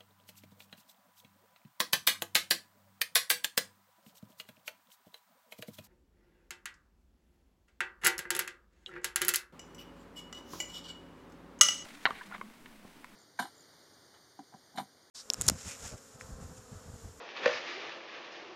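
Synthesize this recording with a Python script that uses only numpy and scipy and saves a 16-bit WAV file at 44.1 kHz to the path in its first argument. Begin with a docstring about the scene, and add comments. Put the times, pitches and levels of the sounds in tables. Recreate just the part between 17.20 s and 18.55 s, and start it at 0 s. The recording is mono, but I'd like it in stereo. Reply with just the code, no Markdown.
"""Working dough in a plastic bowl

A hand works flour and butter on a kitchen worktop. Crumbs rub and tick along the wall, dough gives
dully under the palm, flour swishes and a buttery finger squeaks. The bowl groans as it drags; once it
tips and knocks, ringing its modes. The small hard room rings on. Mono, with no top."""
import sys
import numpy as np
from scipy import signal
from scipy.fft import rfft, irfft
from scipy.io import wavfile

SR = 44100
rng = np.random.default_rng(int(sys.argv[2]) if len(sys.argv) > 2 else 0)


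def bounce(signal):
    """Save signal as a 16-bit WAV file at the path given by the first command-line argument."""
    frames = np.transpose(np.atleast_2d(signal))
    limited = np.clip(frames, -1, 1)
    pcm = np.round(limited * 32767).astype(np.int16)
    wavfile.write(sys.argv[1], SR, pcm)


N = 59535
T = np.arange(N) / SR
CUTOFF_HZ = 8250

# finger strokes along the wall: (time [s], relative level [dB])
RUB_ENVELOPE = [(0, -52.5), (.145, -50), (.172, -39), (.205, -46), (.235, -39), (.275, -38.5),
                (.365, -40.5), (.41, -44), (.52, -39), (.58, -44.5), (.66, -40.5), (.722, -42.5),
                (.765, -51), (.89, -51.5), (.95, -43.5), (.99, -50), (1.05, -49), (1.1, -51.5),
                (1.155, -47.5), (1.2, -51.5), (1.35, -57)]
# rubbing spectrum: (frequency [Hz], relative level [dB])
RUB_SPECTRUM = [(150, -29.5), (350, -2), (800, -5), (1400, -1.5), (2500, 3.5), (3600, -2), (5000, -9.5),
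                (6500, -18.5), (7500, -39.5)]
# wall resonances: (frequency [Hz], width [Hz], gain [dB])
WALL_MODES = [(1171, 32, 4.5), (1224, 72, -6.5), (1688, 81, -4), (1793, 77, -4)]
# palm on the dough: (time [s], level [dB])
PRESS_ENVELOPE = [(0, -49.5), (.14, -56), (.25, -41.5), (.5, -52.5), (.72, -51.5), (.84, -53), (1.0, -55.5),
                  (1.19, -53.5), (1.29, -52.5), (1.35, -54)]
# pressed dough spectrum: (frequency [Hz], relative level [dB])
PRESS_SPECTRUM = [(60, -45), (95, -20.5), (170, -11.5), (260, -5.5), (350, -0.5), (520, 4.5), (750, -0.5),
                  (1200, -3.5), (3000, -29.5)]
# room noise spectrum: (frequency [Hz], relative level [dB])
ROOM_NOISE_SPECTRUM = [(25, -29.5), (60, -27), (100, -14), (320, 4.5), (1000, 2.5), (3000, -3.5),
                       (6000, -11), (7500, -35)]
# bowl dragging on the worktop: (peak time [s], half-width [s], pitch [Hz], level [dB])
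BOWL_DRAGS = [(0.014, 0.0094, 481, -51), (.505, 0.039, 338, -55.5), (0.578, 0.02, 374, -47),
              (1.229, 0.0081, 345, -48.5), (1.31, 0.041, 370.8, -54)]
# crumbs snapping on the wall: (time [s], relative level [dB])
CRUMB_SNAPS = [(.09, -43.5), (0.165, -40), (0.2217, -43), (0.31, -40), (0.373, -36.5), (.694, -37)]
# plastic crack spectrum: (frequency [Hz], relative level [dB])
CRACK_SPECTRUM = [(100, -14), (400, -7.5), (1000, -3.5), (2000, 4), (2700, 1.5), (3600, -5.5), (5000, -11),
                  (6500, -18.5), (7500, -33)]
# bowl hitting the worktop: (time [s], thud gain [dB], crack gain [dB])
BOWL_KNOCKS = [(.2418, -39, -35.5), (.2520, -24, -36), (.2575, -10.5, -24.5), (0.26, -36, -23.5),
               (0.277, -36.5, -30), (0.3363, -29, -40)]
# bowl modes: (frequency [Hz], relative level [dB], T60 [s])
BOWL_MODES = [(104, -32, 0.14), (220.6, -26, 0.099), (433, -11, 0.014), (491.4, -8, 0.18),
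              (550.5, -11.5, 0.17), (613.4, -17.5, 0.32), (772, -31, 0.32), (1080, -20.5, 0.064),
              (1517, -19, 0.086), (1767, -17, 0.091), (1916, -19, 0.15), (2320, -31.5, .07),
              (2405, -23, 0.1), (2675, -26.5, 0.11)]
# finger squeaking up the wall: (time [s], pitch [Hz], level [dB])
SQUEAK_PATH = [(0.276, 1377, -67), (0.291, 1540, -44.5), (0.31, 1810, -48), (0.326, 1837, -53.5),
               (.345, 1810, -48.5), (0.371, 1830, -72.5)]
# dry flour swishes: (peak time [s], half-width [s], level [dB])
FLOUR_SWISHES = [(0.339, 0.054, -49), (0.516, 0.081, -56), (1.125, 0.0092, -58), (1.155, .025, -62)]
# flour spectrum: (frequency [Hz], relative level [dB])
SWISH_SPECTRUM = [(1000, -28.5), (3000, -6), (5000, 7), (6500, -4.5), (7500, -15)]


def from_db(db):
    """Decibels to gain."""
    return 10 ** (np.asarray(db) / 20)


def unit_rms(x):
    """Scale to unit rms."""
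    return x / np.sqrt(np.mean(x ** 2) + 1e-20)


def coloured(x, spectrum):
    """Minimum-phase filter: given spectrum, rolled off at CUTOFF_HZ, unit power gain."""
    hz, db = np.transpose(spectrum)
    bins_hz = np.maximum(np.fft.rfftfreq(2 * N, 1 / SR), 1)
    shape = from_db(np.interp(np.log(bins_hz), np.log(hz), db))
    gain = unit_rms(shape / (1 + (bins_hz / CUTOFF_HZ) ** 20))
    cepstrum = irfft(np.log(gain + 1e-6))
    causal_fold = np.concatenate([[1], np.full(N - 1, 2), [1], np.zeros(N - 1)])
    return irfft(rfft(x, 2 * N) * np.exp(rfft(cepstrum * causal_fold)))[:N]


def drift(rate_hz):
    """Smooth random wander, unit rms."""
    r = np.exp(-2 * np.pi * rate_hz / SR)
    return unit_rms(signal.lfilter([1], [1, -2 * r, r * r], rng.standard_normal(2 * N))[N:])


def resonance(x, hz, width_hz):
    """Band-pass, unit peak gain."""
    r = np.exp(-np.pi * width_hz / SR)
    feedback = [1, -2 * r * np.cos(2 * np.pi * hz / SR), r * r]
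    return signal.lfilter(np.array([1, 0, -1]) * (1 - r * r) / 2, feedback, x)


def decay(start_s, t60_s):
    """Step to 1, then exponential decay."""
    return (T >= start_s) * np.exp(-np.log(1000) * np.maximum(T - start_s, 0) / t60_s)


def swell(peak_s, half_width_s):
    """Gaussian envelope, 1/e at the half-width."""
    return np.exp(-((T - peak_s) / half_width_s) ** 2)


def tone(pitch_hz):
    """Unit-rms sine along a pitch curve."""
    return np.sqrt(2) * np.sin(2 * np.pi * np.cumsum(pitch_hz) / SR)


def impulses(times_s, levels_db):
    """One impulse per contact."""
    out = np.zeros(N)
    np.add.at(out, (np.asarray(times_s) * SR).astype(int), from_db(levels_db))
    return out


def grains(slips_per_s=2500, spread_db=1, powder_db=-1, judder_db=1.4, judder_hz=15):
    """Tiny uneven slips over a powdery hiss, in a juddering flow."""
    sizes = from_db(spread_db * np.minimum(rng.exponential(1, N), 4)) * rng.choice([-1, 1], N)
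    slips = unit_rms(sizes * (rng.random(N) < slips_per_s / SR))
    powder = from_db(powder_db) * rng.standard_normal(N)
    judder = from_db(judder_db * drift(judder_hz))
    return unit_rms((slips + powder) * judder)


def rubbing(gain_db=-1.5):
    """Crumbs slide along the plastic and excite the wall."""
    friction = coloured(grains(), RUB_SPECTRUM)
    wall = sum(from_db(db) * resonance(friction, hz, width_hz) for hz, width_hz, db in WALL_MODES)
    level_db = np.interp(T, *np.transpose(RUB_ENVELOPE)) + gain_db
    return from_db(level_db) * unit_rms(friction + wall)


def pressing():
    """Slips under the palm, muffled inside the dough."""
    level_db = np.interp(T, *np.transpose(PRESS_ENVELOPE))
    return from_db(level_db) * unit_rms(coloured(grains(), PRESS_SPECTRUM))


def background(noise_db=-54, hum_hz=341.1, hum_db=-64.5):
    """Steady room noise with a faint hum."""
    noise = unit_rms(coloured(rng.standard_normal(N), ROOM_NOISE_SPECTRUM))
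    return from_db(noise_db) * noise + from_db(hum_db) * tone(np.full(N, hum_hz))


def room(x, delay_s=0.0066, t60_s=0.61):
    """Dense kitchen reflections, unit energy."""
    tail = rng.standard_normal(N) * decay(delay_s, t60_s)
    return signal.fftconvolve(x, tail / np.linalg.norm(tail))[:N]


def dragging(waver_hz=22.3):
    """The bowl's foot drags in short, unsteady groans."""
    out = np.zeros(N)
    for peak_s, half_width_s, hz, db in BOWL_DRAGS:
        out += from_db(db) * swell(peak_s, half_width_s) * tone(hz + waver_hz * drift(rate_hz=39))
    return out


def cracks(times_s, levels_db, t60_s, tick_db=13):
    """Sharp ticks with brief chatter, coloured by the plastic."""
    envelope = sum(from_db(db) * decay(start_s, t60_s) for start_s, db in zip(times_s, levels_db))
    chatter = envelope * rng.standard_normal(N)
    ticks = from_db(tick_db) * impulses(times_s, levels_db)
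    return coloured(chatter + ticks, CRACK_SPECTRUM)


def snapping():
    """Larger crumbs tick on the wall."""
    return cracks(*np.transpose(CRUMB_SNAPS), t60_s=0.024)


def knocking(low_cut_hz=220, room_db=-2.5):
    """Each contact rings the bowl's modes, neighbours in opposite sign, with a crack of plastic."""
    times_s, thud_db, crack_db = np.transpose(BOWL_KNOCKS)
    ring = sum((-1) ** k * from_db(db) * decay(0, t60_s) * np.sin(2 * np.pi * hz * T)
               for k, (hz, db, t60_s) in enumerate(BOWL_MODES))
    thud = signal.fftconvolve(impulses(times_s, thud_db), ring)[:N]
    thud = signal.sosfilt(signal.butter(2, low_cut_hz, "high", fs=SR, output="sos"), thud)
    crack = cracks(times_s, crack_db, t60_s=0.02)
    return thud + crack + from_db(room_db) * room(crack)


def squeaking(waver_hz=35):
    """Buttery skin on plastic: a short, rough, rising whistle."""
    times_s, hz, db = np.transpose(SQUEAK_PATH)
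    pitch_hz = np.interp(T, times_s, hz) + waver_hz * drift(rate_hz=200)
    gate = (T > times_s[0]) * (T < times_s[-1])
    return gate * from_db(np.interp(T, times_s, db)) * tone(pitch_hz)


def swishing():
    """Loose flour hisses through the fingers."""
    envelope = sum(from_db(db) * swell(peak_s, half_width_s) for peak_s, half_width_s, db in FLOUR_SWISHES)
    return envelope * unit_rms(coloured(rng.standard_normal(N), SWISH_SPECTRUM))


def scene(room_db=-8):
    """Hand, bowl and room, alike in both channels."""
    hand = rubbing() + snapping() + swishing() + squeaking()
    mono = hand + from_db(room_db) * room(hand) + pressing() + dragging() + knocking() + background()
    return np.array([mono, mono])


def record(dry, low_cut_hz=85):
    """The microphone drops the deep bass; the top is cut steeply."""
    thin = signal.sosfilt(signal.butter(6, low_cut_hz, "high", fs=SR, output="sos"), dry)
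    return signal.sosfilt(signal.cheby2(16, 70, CUTOFF_HZ, fs=SR, output="sos"), thin)


dry = scene()
out = record(dry)
bounce(out)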